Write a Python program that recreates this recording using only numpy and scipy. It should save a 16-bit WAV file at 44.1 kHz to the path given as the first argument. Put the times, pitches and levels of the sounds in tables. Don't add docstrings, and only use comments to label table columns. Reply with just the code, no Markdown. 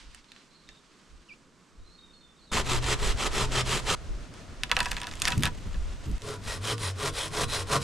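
import sys
import numpy as np
from scipy import signal
from scipy.fft import rfft, irfft
from scipy.io import wavfile
from scipy.ndimage import map_coordinates

SR = 44100
rng = np.random.default_rng(int(sys.argv[2]) if len(sys.argv) > 2 else 0)


def dump(signal):
    limited = np.clip(np.atleast_2d(signal).T, -1, 1)
    pcm = np.round(limited * 32767).astype(np.int16)
    wavfile.write(sys.argv[1], SR, pcm)


def nominal_scale(level):
    x = np.asarray(level, float) / 20
    return 10 ** x


N = 345303

SCENE_CHANGES_S = (2.515, 3.952, 6.183)
END_S = 9

# frequency in Hz, level in dB per Hz.
TEETH_TONE = [(88, -17), (150, -1.5), (280, -8.5), (398, -4), (821, -5.5), (905, -1.5), (1560, -5.5),
              (3290, -5), (5680, -11.5), (7620, -9), (12200, -26.5), (14800, -39), (16000, -94)]


def rms_one(x):
    return x / np.sqrt(np.mean(x ** 2) + 1e-20)


def in_time(rows):
    s, *columns = np.transpose(rows)
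    return [np.interp(np.arange(N) / SR, s, c) for c in columns]


def between(t0, t1, fade=0.0018):
    t = np.arange(N) / SR
    return np.clip(np.minimum(t - t0, t1 - t) / fade, 0, 1)


def per_scene(levels_db):
    return np.array(levels_db)[np.searchsorted(SCENE_CHANGES_S, np.arange(N) / SR)]


def swells(peaks, rest_db):
    t = np.arange(0, N + 64, 64) / SR
    s, db, rise, fall = np.transpose(peaks)[:, :, None]
    top = np.max(db - np.maximum(rise * (s - t), fall * (t - s)), axis=0)
    return np.maximum(np.interp(np.arange(N) / SR, t, top), rest_db)


def drift(rate):
    knots = rng.standard_normal(5000)
    coarse = np.arange(0, N + 16, 16)
    wander = map_coordinates(knots, [coarse * 2 * rate / SR], order=3)
    return np.interp(np.arange(N), coarse, wander)


def grains(per_s, spread_db):
    sizes = nominal_scale(spread_db * np.minimum(rng.exponential(1, N), 5)) * rng.choice([-1, 1], N)
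    return rms_one(sizes * (rng.random(N) < per_s / SR))


def colour(x, points):
    hz, db = np.transpose(points)
    grid = np.linspace(1, SR / 2, 4097)
    log_gain = np.interp(np.log(grid), np.log(hz), db) * np.log(10) / 20
    cepstrum = irfft(log_gain)
    cepstrum[1:4096] *= 2
    cepstrum[4097:] = 0
    kernel = irfft(np.exp(rfft(cepstrum)))
    kernel = kernel.reshape((1,) * (x.ndim - 1) + (-1,))
    return signal.fftconvolve(x, kernel, axes=-1)[..., :N]


def resonate(x, peaks, shift_db=0, sharpen=1):
    out = 0
    for k, (hz, width, db) in enumerate(peaks):
        r = np.exp(-np.pi * sharpen * width / SR)
        a = [1, -2 * r * np.cos(2 * np.pi * hz / SR), r * r]
        push = x * nominal_scale(db + shift_db * drift(6.5)) + 1e-18
        ring = signal.lfilter([(1 - r * r) / 2, 0, (r * r - 1) / 2], a, push)
        out = out + (-1) ** k * ring
    return out


def pair(points, alike):
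    mid, side = colour(rng.standard_normal((2, N)), points)
    return rms_one(np.sqrt(1 + alike) * mid + np.sqrt(1 - alike) * side * [[1], [-1]])


def wind():
    # frequency in Hz, level in dB per Hz.
    lump_tone = [(15, -1.5), (30, 0), (50, 1.5), (65, -6), (90, -9.5), (200, -74)]
    flutter_tone = [(45, -32.5), (80, 1), (140, -2.5), (250, -9), (450, -23), (800, -53)]
    # peak in seconds, level in dB, swell time in seconds.
    gusts = [(.07, -48, 0.084), (.7, -57, 0.06), (1.14, -49, 0.05), (1.41, -64, .03), (1.82, -43, 0.051),
             (2.1, -60.5, 0.48), (2.5, -60, 0.078), (2.77, -25, 0.074), (3.11, -24.5, 0.11),
             (3.38, -30, 0.22), (3.7, -32, 0.25), (3.92, -41, 0.071), (4.11, -34, 0.074), (4.35, -48, 0.11),
             (4.59, -41, 0.097), (4.82, -35, 0.15), (4.97, -39, 0.06), (5.16, -35, 0.033),
             (5.25, -33, 0.12), (5.49, -31.5, 0.073), (5.65, -40, .1), (5.8, -27, 0.13),
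             (6.15, -24.5, 0.026), (6.5, -37.5, 0.11), (7.12, -42, 0.16), (7.46, -35.5, 0.1),
             (7.66, -40, .2)]
    flurries = [(2.99, -44, .1), (3.15, -38.5, 0.061), (3.6, -42, .1), (3.89, -44, 0.054),
                (4.13, -50, 0.043), (4.77, -41.5, 0.14), (5.4, -30.5, 0.1), (6.1, -30.5, 0.03),
                (6.8, -42, .15), (7.43, -36, 0.062), (7.8, -41, 0.16)]
    lump_rest_db, flutter_rest_db = (-69, -36, -53, -49.5), (-95, -46, -49.5, -49.5)

    levels = []
    for rows, rest_db in [(gusts, lump_rest_db), (flurries, flutter_rest_db)]:
        peaks = [(s, db, 10 / swell, 8.0 / swell) for s, db, swell in rows]
        levels.append(swells(peaks, per_scene(rest_db)))
    lump_db, flutter_db = levels
    lumps = nominal_scale(lump_db + 2. * drift(8)) * pair(lump_tone, .5)
    flutter = nominal_scale(flutter_db + 3. * drift(14)) * pair(flutter_tone, .7)
    return lumps + flutter * between(SCENE_CHANGES_S[0], END_S)


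def forest():
    # frequency in Hz, level in dB.
    quiet_tone = [(70, -40), (110, -16), (160, -9), (260, -10), (480, -17), (750, -23.5), (1150, -17.5),
                  (2000, -25), (5000, -28), (8000, -30), (12000, -48.5), (14000, -59)]
    hush_tone = [(150, -30), (250, -2.5), (451, -7), (679, -7.5), (826, -13.5), (1280, -10.5), (2280, -16),
                 (2510, -16), (6290, -20.5), (9310, -27.5), (12500, -46), (15000, -73), (22000, -120)]
    leaf_tone = [(600, -30), (950, -4), (1500, -4), (4500, -4), (9000, -16), (13000, -40), (16000, -70)]
    # time in seconds, level in dB.
    rustle = [
        (0, -59),
        (.2, -60),
        (.45, -65),
        (.65, -68),
        (1.3, -68),
        (1.5, -80),
    ]
    hush_db = (-47.5, -43.5, -50.5, -51.5)

    rustle_db, = in_time(rustle)
    quiet = nominal_scale(-60.5 + .8 * drift(5)) * pair(quiet_tone, .85)
    leaves = nominal_scale(rustle_db + 3. 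* drift(18)) * pair(leaf_tone, .7)
    right_lean = nominal_scale(np.array([[-1.2], [1.2]]))
    first = (quiet + leaves) * right_lean * between(-1, SCENE_CHANGES_S[0])
    hush = nominal_scale(per_scene(hush_db) + 1. * drift(12.0)) * pair(hush_tone, 0.68)
    return first + hush * between(SCENE_CHANGES_S[0], END_S)


def snaps(events, ring_db, top_hz):
    # frequency in Hz, width in Hz, level in dB.
    split_wood = [(507, 100, 5), (773, 62, 2.5), (974, 36, 9), (1140, 96, 2.5), (1306, 43, 7),
                  (1450, 120, 1), (1710, 210, 5), (1970, 140, -13), (2520, 260, -3), (2720, 290, -1),
                  (3240, 160, -19)]
    snap_s, splinter_s, split_run_s = 0.00057, 0.0023, 0.0089
    echo_s, echo_gain = .0007, -0.11
    splinter_db = -18.5

    t = np.arange(int(.04 * SR)) / SR
    draws = rng.standard_normal((len(events), 2, len(t)))
    crack, knock = np.zeros(N), np.zeros(N)
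    band = signal.butter(2, [1800, top_hz], "band", fs=SR, output="sos")
    body = signal.butter(2, 4100, fs=SR, output="sos")
    for (s, db, ring_rel, treble_db), (noise, grit) in zip(events, draws):
        i = round(s * SR)
        shock = (.6 * noise - 1.5 * (t == 0)) * np.exp(-t / snap_s)
        shock = shock + echo_gain * np.interp(t - echo_s, t, shock, left=0)
        splinters = nominal_scale(splinter_db) * .5 * grit ** 3 * np.exp(-t / splinter_s)
        burst = signal.sosfilt(band, shock + splinters)
        low = signal.sosfilt(body, burst)
        burst = low + nominal_scale(1.6 * treble_db - 12.5) * (burst - low)
        crack[i:i + len(t)] += nominal_scale(db + 6.5) * burst / np.abs(burst).max()
        split = grit * np.exp(-t / split_run_s) * np.minimum(t / 0.0013, 1)
        knock[i:i + len(t)] += nominal_scale(db + ring_rel) * split
    crack = signal.sosfilt(signal.butter(4, top_hz, fs=SR, output="sos"), crack)
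    ring = resonate(knock, split_wood, shift_db=1.1, sharpen=0.96)
    ring = signal.sosfilt(signal.butter(3, 660, "high", fs=SR, output="sos"), ring)
    return crack + nominal_scale(ring_db) * ring


def ticks():
    # time in seconds, peak in dB, wood ring in dB beside it, treble in dB beside it.
    tick_events = [
        (0.0144, -50, -18, 2),
        (0.1471, -39, -24, 7),
        (0.2438, -51, -14, 0),
        (0.3187, -38, -24, 3),
        (0.3631, -45, -22, -4),
        (.6898, -38, -11, -3),
        (2.8424, -25.5, -30, -8),
        (6.22, -31.5, -30, 9),
        (6.7808, -32, -12, 6),
    ]
    return snaps(tick_events, ring_db=5, top_hz=10000)


def birds():
    # time in seconds, pitch in Hz, level in dB.
    chirp = [
        (1.283, 3150, -57),
        (1.3, 2460, -57),
        (1.318, 2280, -54.5),
        (1.332, 2510, -57),
        (1.345, 2950, -67),
    ]
    # start in seconds, length in seconds, first pitch in Hz,
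    # last pitch in Hz, level in dB.
    near_song = [
        (1.754, .08, 4230, 4220, -79),
        (1.788, 0.14, 3830, 3900, -74),
        (1.91, 0.12, 4250, 4350, -65),
        (1.978, 0.2, 3800, 3610, -61.5),
        (2.13, 0.14, 4300, 4260, -65),
        (2.203, 0.15, 3650, 3500, -65),
        (2.387, 0.044, 4350, 4340, -63),
    ]
    far_song = [
        (.28, .16, 4150, 4100, -68),
        (.54, .14, 4300, 4350, -70),
        (.67, .14, 3720, 3650, -65),
        (.5, .2, 4050, 4000, -70),
        (1.845, .12, 4100, 4120, -67),
        (2.36, .06, 3900, 3400, -68),
        (2.41, .07, 4150, 3950, -64),
        (2.47, .05, 3900, 3550, -60),
        (2.43, .08, 4450, 4200, -67),
    ]
    calls = [(chirp, .15, .2)]
    for song, blur in [(near_song, .5), (far_song, .85)]:
        for s, length, hz_0, hz_1, db in song:
            calls.append(([(s, hz_0, db), (s + length, hz_1, db - 9)], 0, blur))

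    out = np.zeros(N)
    for rows, overtone, blur in calls:
        hz, db = in_time(rows)
        phase = 2 * np.pi * np.cumsum(hz) / SR
        smear = 1 - blur + blur * drift(70 + 150 * blur ** 2)
        gate = between(rows[0][0], rows[-1][0], fade=0.0078)
        whistle = np.sin(phase) + overtone * np.sin(2 * phase)
        out += 2.9 * nominal_scale(db) * gate * smear * whistle
    return out


def saw(strokes, swing_db, shine_db, teeth, wood, wood_db, blade_db):
    # frequency in Hz, width in Hz, level in dB.
    blade_modes = [(1898, 31, 0), (2520, 50, -4), (3080, 120, -4), (3470, 150, -4.5), (3984, 95, 1),
                   (4270, 90, -8.5), (4750, 56, -4), (5330, 32, 0.5), (5800, 50, -13), (7860, 160, -8),
                   (9400, 130, -4), (10370, 150, -11.5)]
    turn_s, near_s, stop_s = .015, .03, .02

    t, level_db, colours = np.arange(N) / SR, -99, []
    for k, (bite, length, db, wood_rel, fastest) in enumerate(strokes):
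        top, end = bite + fastest * length, bite + length
        slowing = .5 * (top + end)
        times = [bite - near_s - turn_s, bite - near_s, bite, .5 * (bite + top), top,
                 slowing, end, end + stop_s, end + stop_s + turn_s]
        level_db = np.maximum(level_db, db + np.interp(t, times, swing_db))
        shine_rel = shine_db[k % 2]
        colours += [(bite, wood_rel, shine_rel), (slowing, wood_rel, shine_rel)]
    wood_rel, bright_rel = in_time(colours)

    chips = grains(11000, spread_db=1.8) * nominal_scale(level_db + 1.3 * drift(30) + 1.8 * drift(180))
    rasp = colour(chips, teeth)
    rasp = rasp * np.sqrt(np.mean(chips ** 2) / np.mean(rasp ** 2))
    shine = signal.sosfilt(signal.butter(2, 5500, "high", fs=SR, output="sos"), rasp)
    rasp = rasp + shine * (nominal_scale(bright_rel + 5.5) - 1)

    shocks = grains(8000, spread_db=3.5) * nominal_scale(level_db)
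    pole = resonate(shocks * nominal_scale(0.92 * wood_rel), wood, shift_db=2.0, sharpen=0.65)
    blade = resonate(shocks * nominal_scale(-.6 * wood_rel - 3), blade_modes, shift_db=2.5, sharpen=1.3)
    return rasp + nominal_scale(wood_db) * pole + nominal_scale(blade_db) * blade


def sway(rows):
    peaks = [(s, db, 110, 49) for s, db, _ in rows]
    db = swells(peaks, rest_db=-47)
    _, hz = in_time(rows)
    wander = 1 + .02 * drift(12)
    return 1.38 * nominal_scale(db + 2.27 * drift(8.9)) * np.sin(2 * np.pi * np.cumsum(hz * wander) / SR)


def first_sawing():
    # bite in seconds, length in seconds, level in dB, grip on the wood in dB beside it,
    # share of the stroke at which the blade is fastest (0-1).
    strokes = [
        (2.517, 0.099, -30.5, 1.5, 0.49),
        (2.658, 0.13, -32.5, -2.5, 0.61),
        (2.834, 0.11, -30.5, -6.5, 1),
        (2.996, 0.13, -33, -3, 0.68),
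        (3.182, 0.099, -31, -2, 0.89),
        (3.326, 0.13, -31.5, -2.5, .65),
        (3.522, 0.097, -29, -4, 0.9),
        (3.661, 0.14, -31.5, -6.5, 0.6),
        (3.862, 0.09, -29.5, -0.5, 0.82),
    ]
    swing_db = (-32, -28, -7, 0.9, 2, 0, -7, -39, -25)
    # frequency in Hz, width in Hz, level in dB.
    pole_modes = [(220, 88, -6), (370, 27, -1.5), (427, 54, 0), (507, 22, -16), (555, 50, -22),
                  (902, 16, 0), (1025, 22, 4.5), (1190, 18, -3), (1290, 43, 0)]
    # time in seconds, level in dB, pitch in Hz.
    swings = [
        (2.57, -40.5, 124),
        (2.74, -32, 124.9),
        (2.9, -35.5, 124.2),
        (3.43, -33, 123.4),
        (3.57, -33.5, 124.3),
        (3.85, -40.5, 123.6),
    ]
    shine_db = (-7.5, -6)
    sawing = saw(strokes, swing_db, shine_db, TEETH_TONE, pole_modes, wood_db=16.0, blade_db=3.0)
    return sawing + sway(swings)


def breaking():
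    # time in
    # seconds, peak in dB, wood ring in dB beside it, # treble in dB beside it.
    fibre_snaps = [(4.3397, -38.5, -21, 5), (4.6345, -18.5, -16, 2), (4.6955, -36.5, 4, -14),
                   (4.7152, -9, -11, 0.5), (4.763, -38, -16, 4), (4.7669, -13, -9, 1),
                   (4.7901, -21, -2.5, 2.5), (4.804, -15, -5.5, 2.5), (4.8295, -28, -7, 8),
                   (4.858, -21.5, -3, 0), (4.863, -28.5, -2, 4), (4.8856, -34, -6, 8),
                   (4.9128, -26, -13, 1), (4.9158, -21, -6.5, 3.5), (4.931, -35, -10, 0),
                   (4.945, -39, -1, 0), (4.9671, -25.5, -3.5, 1.5), (4.983, -35, -6, 0),
                   (5.002, -32, -10, 5), (5.016, -23.5, -8, 3), (5.033, -29, -7, 0), (5.043, -31, -6, -3),
                   (5.0698, -24.5, -6.5, 4), (5.113, -32, -11, -1), (5.1376, -34, -15, 1),
                   (5.1543, -33.5, -24, 7), (5.171, -41, -15, -1), (5.1925, -42, -18, -1)]
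    core_bursts = [(5.2, -32.5, -25, 8), (5.219, -15, -31, 5.5), (5.223, -24, -8, 14),
                   (5.2474, -30, -23, -5), (5.2537, -15, -17, 0), (5.2604, -29, -16, 10),
                   (5.2732, -20, -30, -2), (5.2774, -14, -30, 2), (5.2805, -18, -16, -8),
                   (5.2823, -16, -6.5, 3.5), (5.3041, -24, -3, 8), (5.3185, -29, -6, 2),
                   (5.3215, -20, -4.5, 0.5), (5.3248, -29, -11, -6), (5.334, -38, -16, 2),
                   (5.3789, -26.5, -32, 16), (5.395, -40, -12, 2), (5.407, -35, -20, 6),
                   (5.4242, -27, -23, 4), (5.4343, -14, -10, 5), (5.447, -26, -10, 0),
                   (5.455, -17.5, -6, 3.5), (5.4649, -22.5, -3, -5), (5.469, -40, -10, 10),
                   (5.475, -28, -5, -1), (5.7434, -43, 4, -12), (6.1145, -41.5, -20, 8),
                   (6.181, -42, -11, 4)]
    fibres = snaps(fibre_snaps, ring_db=8.5, top_hz=10650)
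    return fibres + snaps(core_bursts, ring_db=7.5, top_hz=11100)


def tear():
    # time in seconds, level in dB.
    tearing = [(4.6, -69), (4.71, -73), (4.73, -54), (4.842, -48), (4.89, -49), (5.056, -56.5),
               (5.166, -52), (5.21, -54), (5.23, -43), (5.3, -43.5), (5.345, -47), (5.37, -55), (5.42, -62),
               (5.445, -40), (5.48, -47), (5.5, -61), (5.55, -61)]
    db, = in_time(tearing)
    fibres = colour(grains(4000, spread_db=3.) * nominal_scale(3. * drift(50)), TEETH_TONE)
    return nominal_scale(db + 5.0) * rms_one(fibres) * between(4.6, 6.4, fade=0.044)


def thumps():
    # time in seconds, peak in dB, pitch in Hz.
    jolts = [
        (5.374, -12.5, 101),
        (5.435, -20.5, 69),
        (6.096, -19, 60),
    ]
    t, out = np.arange(N) / SR, 0
    for s, db, hz in jolts:
        turn = np.clip((t - s) * hz, 0, 3)
        out = out + nominal_scale(db - 0.5) * np.sin(2 * np.pi * turn) * np.exp(-1.3 * turn)
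    return signal.sosfilt(signal.butter(2, 350, fs=SR, output="sos"), out)


def second_sawing():
    # bite in seconds, length in seconds, level in dB, grip on the wood in dB beside it,
    # share of the stroke at which the blade is fastest (0-1).
    strokes = [
        (6.22, 0.14, -45.5, 1.2, 0.71),
        (6.448, 0.13, -40.5, -9, 0.41),
        (6.64, 0.1, -34.5, -6, 0.64),
        (6.8, 0.11, -38.5, -10, 0.39),
        (6.99, 0.11, -36, -2.1, 0.65),
        (7.141, 0.14, -37.5, -9.5, 0.42),
        (7.336, 0.11, -33, -3.5, 0.86),
        (7.495, 0.13, -35.5, -9.5, 0.44),
        (7.7, 0.074, -30, 0.5, 0.71),
        (7.811, 0.04, -40, -10, 0.44),
    ]
    swing_db = (-36, -18.5, -6, 1.4, 2.5, 2, -5.5, -22, -34)
    # frequency in Hz, level in dB per Hz.
    teeth = [(88, -3), (150, -13), (222, -33), (328, -16), (361, -29), (414, -5.5), (821, -8), (960, -3),
             (2270, -7.5), (4080, -8), (9260, -14), (13700, -31), (16000, -52)]
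    # frequency in Hz, width in Hz, level in dB.
    pole_modes = [(139, 12, 8.5), (272, 8.8, 1.5), (322.2, 19, 2), (420, 22, 5.5), (468.5, 8, 7),
                  (542, 47, -2.5), (682, 100, -3.5), (982, 26, 1.5), (1072, 20, 3), (1177, 27, 2.5),
                  (1367, 74, -4.5), (1466, 19, -4.5)]
    # time in seconds, level in dB, pitch in Hz.
    swings = [
        (6.322, -41.5, 103.2),
        (6.6, -38, 91),
        (6.722, -35.5, 117.8),
        (6.885, -32.5, 93.2),
        (7.475, -39, 101.5),
        (7.6, -38, 94.2),
        (7.8, -47, 90),
    ]
    shine_db = (-4, -3)
    sawing = saw(strokes, swing_db, shine_db, teeth, pole_modes, wood_db=19.0, blade_db=8.5)
    return sawing + sway(swings)


def trunks(x):
    t = np.arange(int(.15 * SR)) / SR
    tail = rng.standard_normal((2, len(t))) * nominal_scale(-60 * t / 0.11) * (t > .001)
    tail = signal.sosfilt(signal.butter(1, [500, 7000], "band", fs=SR, output="sos"), tail)
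    tail = tail / np.sqrt(np.sum(tail ** 2) / 2)
    return signal.fftconvolve(x[None], tail, axes=-1)[:, :N]


def ports(x, pan_db):
    late = np.r_[np.zeros(47), x[:-47]]
    glint = signal.sosfilt(signal.butter(6, 11300, "high", fs=SR, output="sos"), late)
    glint = glint * drift(250)
    left = signal.lfilter([.38, 1], [1, .38], x) + 1.1 * glint
    right = signal.lfilter([.86, .14], [1], x) - .4 * glint
    return np.array([nominal_scale(pan_db / 2) * left, nominal_scale(-pan_db / 2) * right])


def scene():
    sawing_on, bending_on, sawing_again = SCENE_CHANGES_S
    first_gate = between(sawing_on, bending_on)
    second_gate = between(sawing_again, END_S, fade=0.066)
    edit = between(-1, sawing_again, fade=.0002) + between(sawing_again, END_S, fade=.05)
    out = edit * (wind() + forest())
    # source, gate, echo level in dB, lean to the left in dB
    placed = [(ticks() + birds(), 1, -9, -4),
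              (first_sawing(), first_gate, -13, -.4),
              (breaking() + tear() + thumps(), 1, -15, -1.2),
              (second_sawing(), second_gate, -17, .3)]
    for source, gate, wet_db, pan_db in placed:
        out = out + gate * (ports(source, pan_db) + nominal_scale(wet_db) * trunks(source))
    return out


def top_cut(x):
    return signal.sosfilt(signal.butter(12, 16490, fs=SR, output="sos"), x)


def record(dry):
    top = signal.cheby2(12, 70, 16400, fs=SR, output="sos")
    return top_cut(signal.sosfilt(top, dry))


dry = scene()
out = record(dry)
dump(out)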